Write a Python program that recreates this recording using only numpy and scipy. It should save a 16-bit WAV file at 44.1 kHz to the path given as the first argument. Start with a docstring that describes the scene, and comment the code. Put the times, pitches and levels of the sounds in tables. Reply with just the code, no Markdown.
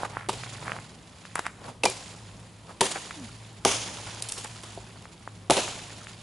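"""A man steps through dry brush in a forest clearing, with dull dry clicks close by, under still air and a low far hum.
He chops limbs off a felled tree: each blow is a burst of noise (torn fibres), then dying tones (the knocked limb).
The trees answer with a long wash of noise that follows the energy of each blow.
Between blows, twigs snap as short bursts, branches rustle as many tiny breaks, and loose limbs bump the ground.
The last blow lands as several bites close together, and the shaken branches die away."""
import sys
import numpy as np
from scipy import signal
from scipy.fft import rfft, irfft
from scipy.io import wavfile

SR = 44100
rng = np.random.default_rng(int(sys.argv[2]) if len(sys.argv) > 2 else 0)


def transcribe(signal):
    """Save signal, clipped to [-1, 1], as a 16-bit WAV file at the path in sys.argv[1]."""
    frames = np.atleast_2d(signal).T
    limited = np.clip(frames, -1, 1)
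    pcm = np.round(limited * 32767).astype(np.int16)
    wavfile.write(sys.argv[1], SR, pcm)


N = 274302  # length in samples
EDGE_HZ = 11250  # upper limit of the sound band

# bites of the blade, some swings biting more than once; a first knock as the edge meets the wood, a full one as it stops:
# (start_s, echo_db, (crack_db, crack_length_s, crack_tilt_db_per_octave), (first_knock_db, first_pitch_hz),
#  (full_knock_db, full_pitch_hz, full_tilt_db_per_octave, trunk_share_db))
CHOPS = [(.2865, -2, (-30.5, 0.018, 0), (-14.5, 364), (-15.5, 878, 13, -16)), (1.834, -1, (-25, 0.013, 0),
         (-17.5, 640), (-12, 529, 4, -12)), (1.8525, -4.5, (-17.5, 0.0071, 0), (-24, 880),
         (-10, 846, 2.5, -13)), (2.8076, 1, (-16.5, 0.0086, 1), (-26, 1100), (-15, 937, 2, -1)),
         (3.6491, 7, (-13, 0.0034, 0.91), (-11.5, 1190), (-9, 803, -2, -10)),
         (5.498, -6, (-13.5, 0.0038, -4), (-15, 750), (-15, 638, 5, -23)),
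         (5.5052, 4.5, (-15.5, 0.0058, 0.17), (-17, 740), (-9, 658, 17, -9.5)),
         (5.567, 4, (-23, 0.008, -1.1), (-36, 720), (-26, 640, -6, -13)),
         (5.5761, -16, (-21.5, 0.0044, -2.5), (-32, 550), (-17.5, 552, 3, -13))]


def amp(db):
    """Turns decibels into gain."""
    return 10 ** (np.asarray(db) / 20)


def evened(x):
    """Scales a signal to an average strength (rms) of 1."""
    return x / np.sqrt(np.mean(x ** 2) + 1e-20)


def read(points, hz):
    """Reads a table between its points, with frequency on a log axis as in hearing."""
    f, value = np.transpose(points)
    return np.interp(np.log(hz + 1), np.log(f), value)


def add(mix, s, sound):
    """Mixes a sound in at time s, cutting off what runs past the end."""
    part = mix[..., max(round(s * SR), 0):][..., :sound.shape[-1]]
    part += sound[..., :part.shape[-1]]


def panned(x, side_db):
    """Places a sound by its level difference between left and right; positive is left."""
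    return x * amp([[side_db / 2], [-side_db / 2]])


def coloured(x, points):
    """Makes each frequency louder or softer by a spectrum table."""
    hz = np.fft.rfftfreq(x.shape[-1], 1 / SR)
    return irfft(rfft(x) * amp(read(points, hz)), x.shape[-1])


def scattered(pair):
    """Turns two unrelated signals into partly alike left and right, as sound from all around reaches two ears."""
    # likeness of the two ears: (pitch_hz, likeness from 0 to 1)
    ear_likeness = [(60, 1), (400, 0.93), (1000, 0.76), (2500, 0.72), (6000, 0.79), (11000, 0.73)]
    same = np.clip(read(ear_likeness, np.fft.rfftfreq(pair.shape[-1], 1 / SR)), 0, 1)
    mid, side = rfft(pair) * np.sqrt([(1 + same) / 2, (1 - same) / 2])
    return irfft(np.array([mid + side, mid - side]), pair.shape[-1])


def drift(rate_hz):
    """Makes a slow random wandering of rms 1 by keeping the low frequencies of noise."""
    hz = np.fft.rfftfreq(N, 1 / SR)
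    return evened(irfft(rfft(rng.standard_normal(N)) * np.exp(-(hz / rate_hz) ** 2), N))


def ring(t, hz, t60):
    """One tone of a struck object, falling by 60 dB in t60 seconds."""
    return np.sin(2 * np.pi * hz * t) * amp(-60 * t / t60)


def background(hum_db=-1, waver=0.04, half_db=-14, air_db=-50.5):
    """Still forest air is coloured noise; the far hum is a wavering tone with a softer one at half its pitch."""
    # colour of the air before it is scaled to its level: (pitch_hz, level_db)
    air_colour = [(25, -21), (50, -4), (80, 1), (125, -5.5), (165, 4), (260, -5.5), (500, -11), (1000, -13),
                  (1600, -20.5), (3200, -20.5), (6000, -27), (11000, -27)]
    # course of the hum before hum_db and the flutter: (time_s, level_db)
    hum_course = [(0.0, -49), (0.8, -47), (0.87, -59.5), (2.46, -49.5), (3.15, -63), (3.26, -48),
                  (5.01, -49.5), (5.16, -64), (5.3, -48.5), (6.22, -52.5)]
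    hum_hz = 109  # the pitch it wavers around
    air = evened(coloured(scattered(rng.standard_normal((2, N))), air_colour))
    air = air * amp(air_db + 0.61 * drift(9.9))
    phase = 2 * np.pi * np.cumsum(hum_hz * (1 + waver * drift(18.6))) / SR
    flutter_db = 2 * drift(18)
    course_db = np.interp(np.arange(N) / SR, *np.transpose(hum_course))
    level = amp(hum_db + course_db + flutter_db)
    tone = np.sin(phase) + amp(half_db) * np.sin(phase / 2)
    return air + np.sqrt(2) * level * tone


def low_tones(arch=0.3):
    """Soft sines swell and fade while their pitch glides evenly."""
    # faint low tones: (start_s, length_s, first_pitch_hz, last_pitch_hz, level_db at the fullest)
    glides = [(.1, .8, 129, 129.9, -49), (3.164, 0.108, 327, 206, -43)]
    out = np.zeros(N)
    for s, length, first_hz, last_hz, level_db in glides:
        u = np.linspace(0, 1, round(length * SR))  # progress from 0 to 1
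        phase = 2 * np.pi * np.cumsum(first_hz * (last_hz / first_hz) ** u) / SR
        swell = abs(np.sin(np.pi * u)) ** arch
        add(out, s, np.sqrt(2) * amp(level_db) * swell * np.sin(phase))
    return out


def movement(rise_s=0.11, shaken_litter_db=-2.5):
    """Gains of rustle and crunch: shaken branches build up and die away, steps swell and fall."""
    # each swing sets the branches shaking: (start_s, rustle_db, fade_db_per_s)
    shakes = [(.286, -40, 23.5), (1.835, -46, 20), (2.8075, -41, 21.5), (3.6488, -37.5, 13),
              (5.498, -41.5, 16.5)]
    # boots press into the brush: (middle_s, half_length_s, twig_rustle_db, litter_crunch_db)
    steps = [(0.005, 0.12, -48, -40), (0.697, 0.07, -58, -38.5), (1.26, 0.089, -53.5, -66),
             (1.668, 0.047, -50.5, -40), (2.712, 0.047, -56, -51), (3.56, 0.048, -62, -58)]
    t = np.arange(N) / SR
    rustle = np.zeros(N)  # energies add up here; the root at the end makes gains
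    for s, level_db, fade_db in shakes:
        shake = amp(level_db - fade_db * t) * (1 - np.exp(-(t / rise_s) ** 2))
        add(rustle, s, shake ** 2)
    crunch = rustle * amp(shaken_litter_db) ** 2
    for s, length, rustle_db, crunch_db in steps:
        press = np.exp(-((t - s) / length) ** 2)
        rustle += amp(rustle_db) ** 2 * press
        crunch += amp(crunch_db) ** 2 * press
    return np.sqrt(rustle), np.sqrt(crunch)


def grains(spectrum, per_s, clump_db, hiss):
    """Tiny breaks of uneven size arrive in clumps over a soft scrape of noise."""
    sizes = amp(3 * np.minimum(rng.exponential(1, (2, N)), 4))
    happens = rng.random((2, N)) < per_s / SR
    breaks = sizes * rng.choice([-1, 1], (2, N)) * happens
    texture = evened(breaks) + hiss * rng.standard_normal((2, N))
    texture = texture * amp(clump_db * drift(48))
    return evened(coloured(scattered(texture), spectrum))


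def brush(rustle, crunch, twigs_db=-1.0, litter_db=-3):
    """Shaken branches rustle brightly; the litter crunches dully under the boots."""
    # colour of rustling twigs: (pitch_hz, level_db)
    twig_colour = [(300, -12.5), (1000, -2.5), (2000, 3), (3200, 3.5), (5000, 2), (6000, -3.5), (7000, 2.5),
                   (8300, -7), (10000, 0), (11500, -22)]
    # colour of crunching litter: (pitch_hz, level_db)
    litter_colour = [(50, -14), (120, 8.5), (300, 0), (550, 3), (1000, 3.5), (1700, -13.5), (2800, -12.5),
                     (6000, -22)]
    twigs = grains(twig_colour, per_s=2200, clump_db=2.5, hiss=1.0) * amp(twigs_db) * rustle
    litter = grains(litter_colour, per_s=900, clump_db=2.0, hiss=0.92) * amp(litter_db) * crunch
    return panned(twigs, side_db=-3.5) + panned(litter, side_db=0)


def chips(rustle, level_db=-5, per_s=110, size_db=1.5, cycles=26, low_hz=800, high_hz=9500, count=24):
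    """Chips and twigs tick against each other as the brush shakes, each with two tones of its own."""
    out, t = np.zeros((2, N)), np.arange(2048) / SR
    for hz in np.geomspace(low_hz, high_hz, count):
        sizes = amp(size_db * np.minimum(rng.exponential(1, N), 3))
        hits = sizes * (rng.random(N) < per_s / count / SR)
        tick = ring(t, hz, cycles / hz) + ring(t, hz * rng.uniform(0.943, 1.5), cycles / hz)
        out += panned(signal.oaconvolve(hits, evened(tick))[:N], rng.uniform(-5.5, 5.1))
    return evened(out) * amp(level_db) * rustle


def scuffs(per_s=700, hiss=0.52, octaves=1.0, floor_db=-24, side_db=-1.0):
    """Each scuff is a swell of tiny breaks in one broad resonance, with a faint fizz above it."""
    # gritty scuffs: (middle_s, level_db, half_length_s, pitch_hz)
    scrapes = [(0.021, -39, 0.032, 810), (.054, -32.5, 0.0054, 1060), (0.186, -44, 0.061, 1230),
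               (0.691, -39, 0.037, 1170), (1.379, -35, .016, 1160), (1.461, -39.5, 0.017, 1300),
               (1.649, -42, 0.0082, 850), (1.689, -36.5, 0.0085, 615), (2.702, -40.5, 0.011, 800),
               (2.96, -34.5, .012, 1300), (3.11, -39.5, 0.0039, 1270), (4.08, -42.5, 0.013, 930),
               (4.452, -38, .007, 1300)]
    out, t = np.zeros((2, N)), np.arange(-4096, 4096) / SR
    bins = np.fft.rfftfreq(len(t), 1 / SR) + 1
    for s, level_db, length, hz in scrapes:
        breaks = evened(rng.standard_normal((2, len(t))) * (rng.random(len(t)) < per_s / SR))
        grit = scattered(breaks + hiss * rng.standard_normal(breaks.shape))
        body = np.exp(-(np.log2(bins / hz) / octaves) ** 2) + amp(floor_db) * (bins > hz)
        swell = np.exp(-(t / length) ** 2 / 2)
        sound = amp(level_db) * evened(irfft(rfft(grit) * body)) * swell
        # drop whatever would fall before time zero
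        add(out, max(s + t[0], 0), panned(sound[:, t >= -s], side_db))
    return out


def forest(x, build_s=0.0095, late_db=-21, late_t60=2.77, blur=0.05, flicker_db=1.42, size=256):
    """Countless trunks scatter the sound's energy into a wash that builds, falls fast, then lingers."""
    # fast part of the echo's fall: (pitch_hz, t60_s)
    wash_decay = [(200, 0.14), (700, 0.49), (1500, 0.41), (3500, 0.57), (7000, 0.68), (11000, 0.4)]
    # colour of the echo: (pitch_hz, level_db)
    echo_colour = [(50, -22), (170, 4.5), (400, -7), (800, -6), (1500, -3.5), (2400, -2.5), (3600, -4),
                   (6000, -6.5), (7000, -2.5), (8300, -8), (10500, -4)]
    hz, t, z = signal.stft(x, SR, nperseg=size)
    near = np.exp(-((hz[:, None] - hz) / (blur * hz[:, None] + 1)) ** 2)  # scattering smears fine spectral detail
    power = (near / near.sum(1, keepdims=True)) @ abs(z) ** 2
    decay = amp(-60 * t / read(wash_decay, hz)[:, None]) + amp(late_db - 60 * t / late_t60)
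    energy = (decay * (1 - np.exp(-(t / build_s) ** 2))) ** 2
    # every moment of the sound starts its own decay
    wash = signal.fftconvolve(power, energy / energy.sum(1).mean(), axes=1)[:, :len(t)]
    flickering = scattered(rng.standard_normal((2, N))) * amp(flicker_db * drift(63))
    noise = signal.stft(flickering, SR, nperseg=size)[2]
    noise = noise / np.std(noise) * np.sqrt(abs(wash)) * amp(read(echo_colour, hz))[:, None]
    return signal.istft(noise, SR, nperseg=size)[1][:, :N]


def dry_clicks(cycles=3.14, upper=1.83, upper_db=-9, echo_db=-12):
    """Each click is a pair of tones damped within a few cycles."""
    # dull dry clicks close by: (start_s, peak_db before placing, pitch_hz, left_right_db)
    clicks = [(0.0333, -14, 780, -2.5), (.1698, -15, 990, -3.5), (.212, -28, 1150, -4),
              (.436, -22.5, 1390, -4), (.696, -21, 1280, -3), (.627, -30.5, 677, -2),
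              (.6805, -17, 1190, -2), (0.719, -13.5, 1500, -4), (.765, -25, 1190, -2),
              (0.788, -25.5, 1230, -4), (1.253, -27.5, 1460, 3), (1.3567, -11.5, 1250, 1),
              (1.393, -13, 1020, -0.5), (1.466, -12.5, 1270, 0.5), (5.055, -30, 1230, 2),
              (5.276, -21.5, 950, 1.5), (5.679, -22.5, 1390, 0), (6.07, -26, 1830, 4.5)]
    out, t = np.zeros((2, N)), np.arange(1024) / SR
    for s, level_db, hz, side_db in clicks:
        click = ring(t, hz, cycles / hz) - amp(upper_db) * ring(t, hz * upper, cycles / hz)
        click = click * (1 - np.exp(-t * hz * 2))  # soft start
        add(out, s, panned(amp(level_db) * click / abs(click).max(), side_db))
    return out + amp(echo_db) * forest(out.mean(0))


def crack(level_db, length, tilt_db, after_db=-16, after_s=0.016):
    """Fibres tear in a dense burst a few milliseconds long; splinters trail off."""
    # colour of tearing fibres before the tilt: (pitch_hz, level_db)
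    fibre_colour = [(50, -34), (150, 1), (400, 9.5), (1000, 6), (1800, -2), (3200, 5), (5500, 0),
                    (7200, -1.5), (8500, 1), (10500, -3)]
    t, hz = np.arange(2048) / SR, np.fft.rfftfreq(2048, 1 / SR)
    tear = np.exp(-(t / length) ** 4)
    trail = amp(after_db) * np.exp(-t / (length + after_s))
    shape = (1 - np.exp(-t / 0.000083)) * (tear + trail)
    burst = rng.standard_normal(len(t)) * shape
    treble_tilt = tilt_db * np.log2(np.clip(hz, 500, None) / 3000)
    colour = amp(read(fibre_colour, hz) + treble_tilt) * (hz < EDGE_HZ)
    burst = irfft(rfft(np.roll(burst, 32)) * colour)  # begins 32 samples late
    return amp(level_db) * evened(burst) * np.sqrt(length / t[-1])  # a longer tear has more energy


def splinters(level_db=-23, per_s=130, size_db=2.5, fade_db=45, tilt_db=-1.0, count=8):
    """Splinters fly from each bite and patter through the brush as tiny cracks that die away."""
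    t, strength, out = np.arange(N) / SR, np.zeros(N), np.zeros((2, N))
    for s, _, (crack_db, _, _), _, _ in CHOPS:
        add(strength, s, amp(crack_db - fade_db * t) ** 2)
    for _ in range(count):
        sizes = amp(size_db * np.minimum(rng.exponential(1, N), 3))
        hits = sizes * (rng.random(N) < per_s / count / SR)
        tick_tilt_db = tilt_db + rng.uniform(-4.5, 3.9)
        tick = crack(level_db, length=0.0008, tilt_db=tick_tilt_db, after_db=-26, after_s=.004)
        out += panned(signal.oaconvolve(hits * np.sqrt(strength), tick)[:N], rng.uniform(-5, 3))
    return out


def knock(level_db, hz, t60, tilt_db, trunk_db, rise_s=0.0025, low_hz=130):
    """The blade pushes the limb, which rings briefly and shakes the trunk; the knock carries no deep bass."""
    # tones of a limb before the tilt: (multiple of its pitch, level_db)
    limb_tones = [(.27, -10), (.45, -6), (.58, 0), (.79, -3.5), (1, 5), (1.17, -7.5), (1.36, -7.5),
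                  (1.75, -27.5)]
    # tones of the trunk before a small random shift of pitch: (pitch_hz, level_db, t60_s)
    trunk_tones = [(160.5, -8, 0.059), (208.4, -9, 0.086), (394.3, -3, 0.16), (494, -11, 0.19),
                   (556, -19, 0.32), (635, -6.5, 0.069), (920, 1, 0.054), (1246, -26, 0.11)]
    t = np.arange(SR // 3) / SR
    limb, trunk = np.zeros(len(t)), np.zeros(len(t))
    for k, (ratio, db) in enumerate(limb_tones):
        sign = (-1) ** k  # neighbouring tones start in opposite directions
        limb += sign * amp(db + tilt_db * np.log2(ratio)) * ring(t, hz * ratio, t60)
    for f, db, decay in trunk_tones:
        trunk += amp(db) * ring(t, f * rng.uniform(0.94, 1.01), decay)
    wood = (limb + amp(trunk_db) * trunk) * (1 - np.exp(-t / rise_s))
    return amp(level_db) * signal.lfilter(*signal.butter(2, low_hz, "high", fs=SR), wood)


def metallic_tone(hz, level_db, t60, rough=0.59, waver_hz=70):
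    """A high metallic tone dies away, its phase and level wandering at random."""
    t = np.arange(SR // 2) / SR
    phase = 2 * np.pi * hz * t + rough * drift(waver_hz)[:len(t)]
    uneven = np.exp(rough / 2 * drift(waver_hz)[:len(t)])
    return amp(level_db - 60 * t / t60) * np.sin(phase) * uneven


def chopping(crack_side_db=-1.0, knock_side_db=1.8, spread=0.22):
    """Each bite is a crack and a double knock; twigs snap, limbs bump, the axe head sings and the trees echo."""
    # twigs snap: (start_s, level_db, length_s, treble_tilt_db_per_octave, echo_db)
    snaps = [(0.328, -36.5, 0.015, -1, 3), (1.3538, -31, 0.0052, 9, -6), (1.391, -30.5, 0.0044, 0.5, -2.5),
             (1.464, -34, 0.0039, 0.5, -21), (1.899, -26, 0.0013, 13, -16), (2.8545, -30, 0.003, 4, -10),
             (2.913, -32.5, 0.011, 3.5, -19), (4.222, -24.5, 0.0029, 9.5, -10),
             (4.286, -33.5, 0.012, 7, 1.5), (4.32, -26, .0036, 5.5, -0.5), (4.376, -37.5, 0.019, 1.5, 2),
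             (4.443, -36, 0.0039, 8, -8), (4.633, -41, 0.013, 0, 6)]
    # loose limbs bump on the ground: (start_s, level_db, limb_pitch_hz)
    bumps = [(2.956, -31, 772), (4.446, -37, 860), (4.773, -34, 678)]
    # the axe head sings after a blow: (start_s, pitch_hz, level_db before the wandering, t60_s)
    axe_rings = [(1.836, 2630, -16.5, 0.018), (1.839, 2387, -44, 0.44), (1.857, 2385, -21, 0.11),
                 (1.854, 3030, -36, 0.12), (3.65, 7100, -42, 0.23), (5.499, 9900, -28.5, 0.33)]
    stop_s = 0.00525  # from the edge meeting the wood to the blade stopping
    knock_echo_db = -11.5  # added to the echo level of every knock
    direct, sent = np.zeros((2, N)), np.zeros(N)  # heard straight; sent to the trees
    cracks, knocks = list(snaps), []
    for s, level_db, hz in bumps:
        knocks.append((s, knock(level_db, hz, t60=0.046, tilt_db=-1, trunk_db=-12.5), 0))
    for s, echo_db, fibres, (first_db, first_hz), (full_db, full_hz, tilt_db, trunk_db) in CHOPS:
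        cracks.append((s, *fibres, echo_db))
        knocks.append((s, knock(first_db, first_hz, t60=0.02, tilt_db=6.5, trunk_db=-24), echo_db))
        knocks.append((s + stop_s, knock(full_db, full_hz, 0.025, tilt_db, trunk_db), echo_db))
    for s, level_db, length, tilt_db, echo_db in cracks:
        sound = crack(level_db, length, tilt_db)
        # a second burst, opposite in the two ears, widens the crack
        width = spread * crack(level_db, length, tilt_db) * np.array([[1], [-1]])
        add(direct, s, panned(sound + width, crack_side_db))
        add(sent, s, amp(echo_db) * sound)
    for s, sound, echo_db in knocks:
        add(direct, s, panned(sound, knock_side_db))
        add(sent, s, amp(echo_db + knock_echo_db) * sound)
    for s, hz, level_db, t60 in axe_rings:
        add(direct, s, metallic_tone(hz, level_db, t60))
    return direct + forest(sent)


def scene():
    """Adds up everything heard in the clearing."""
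    rustle, crunch = movement()
    work = chopping() + dry_clicks() + scuffs() + brush(rustle, crunch) + chips(rustle) + splinters()
    return work + background() + low_tones()


def record(dry):
    """Rounds off the loudest peaks, then removes what lies above the band limit."""
    ceiling = .7
    rounded = ceiling * np.tanh(dry / ceiling)
    low_pass = signal.firwin(401, EDGE_HZ, window=("kaiser", 8), fs=SR)
    return signal.oaconvolve(rounded, low_pass[None], "same")


dry = scene()
out = record(dry)
transcribe(out)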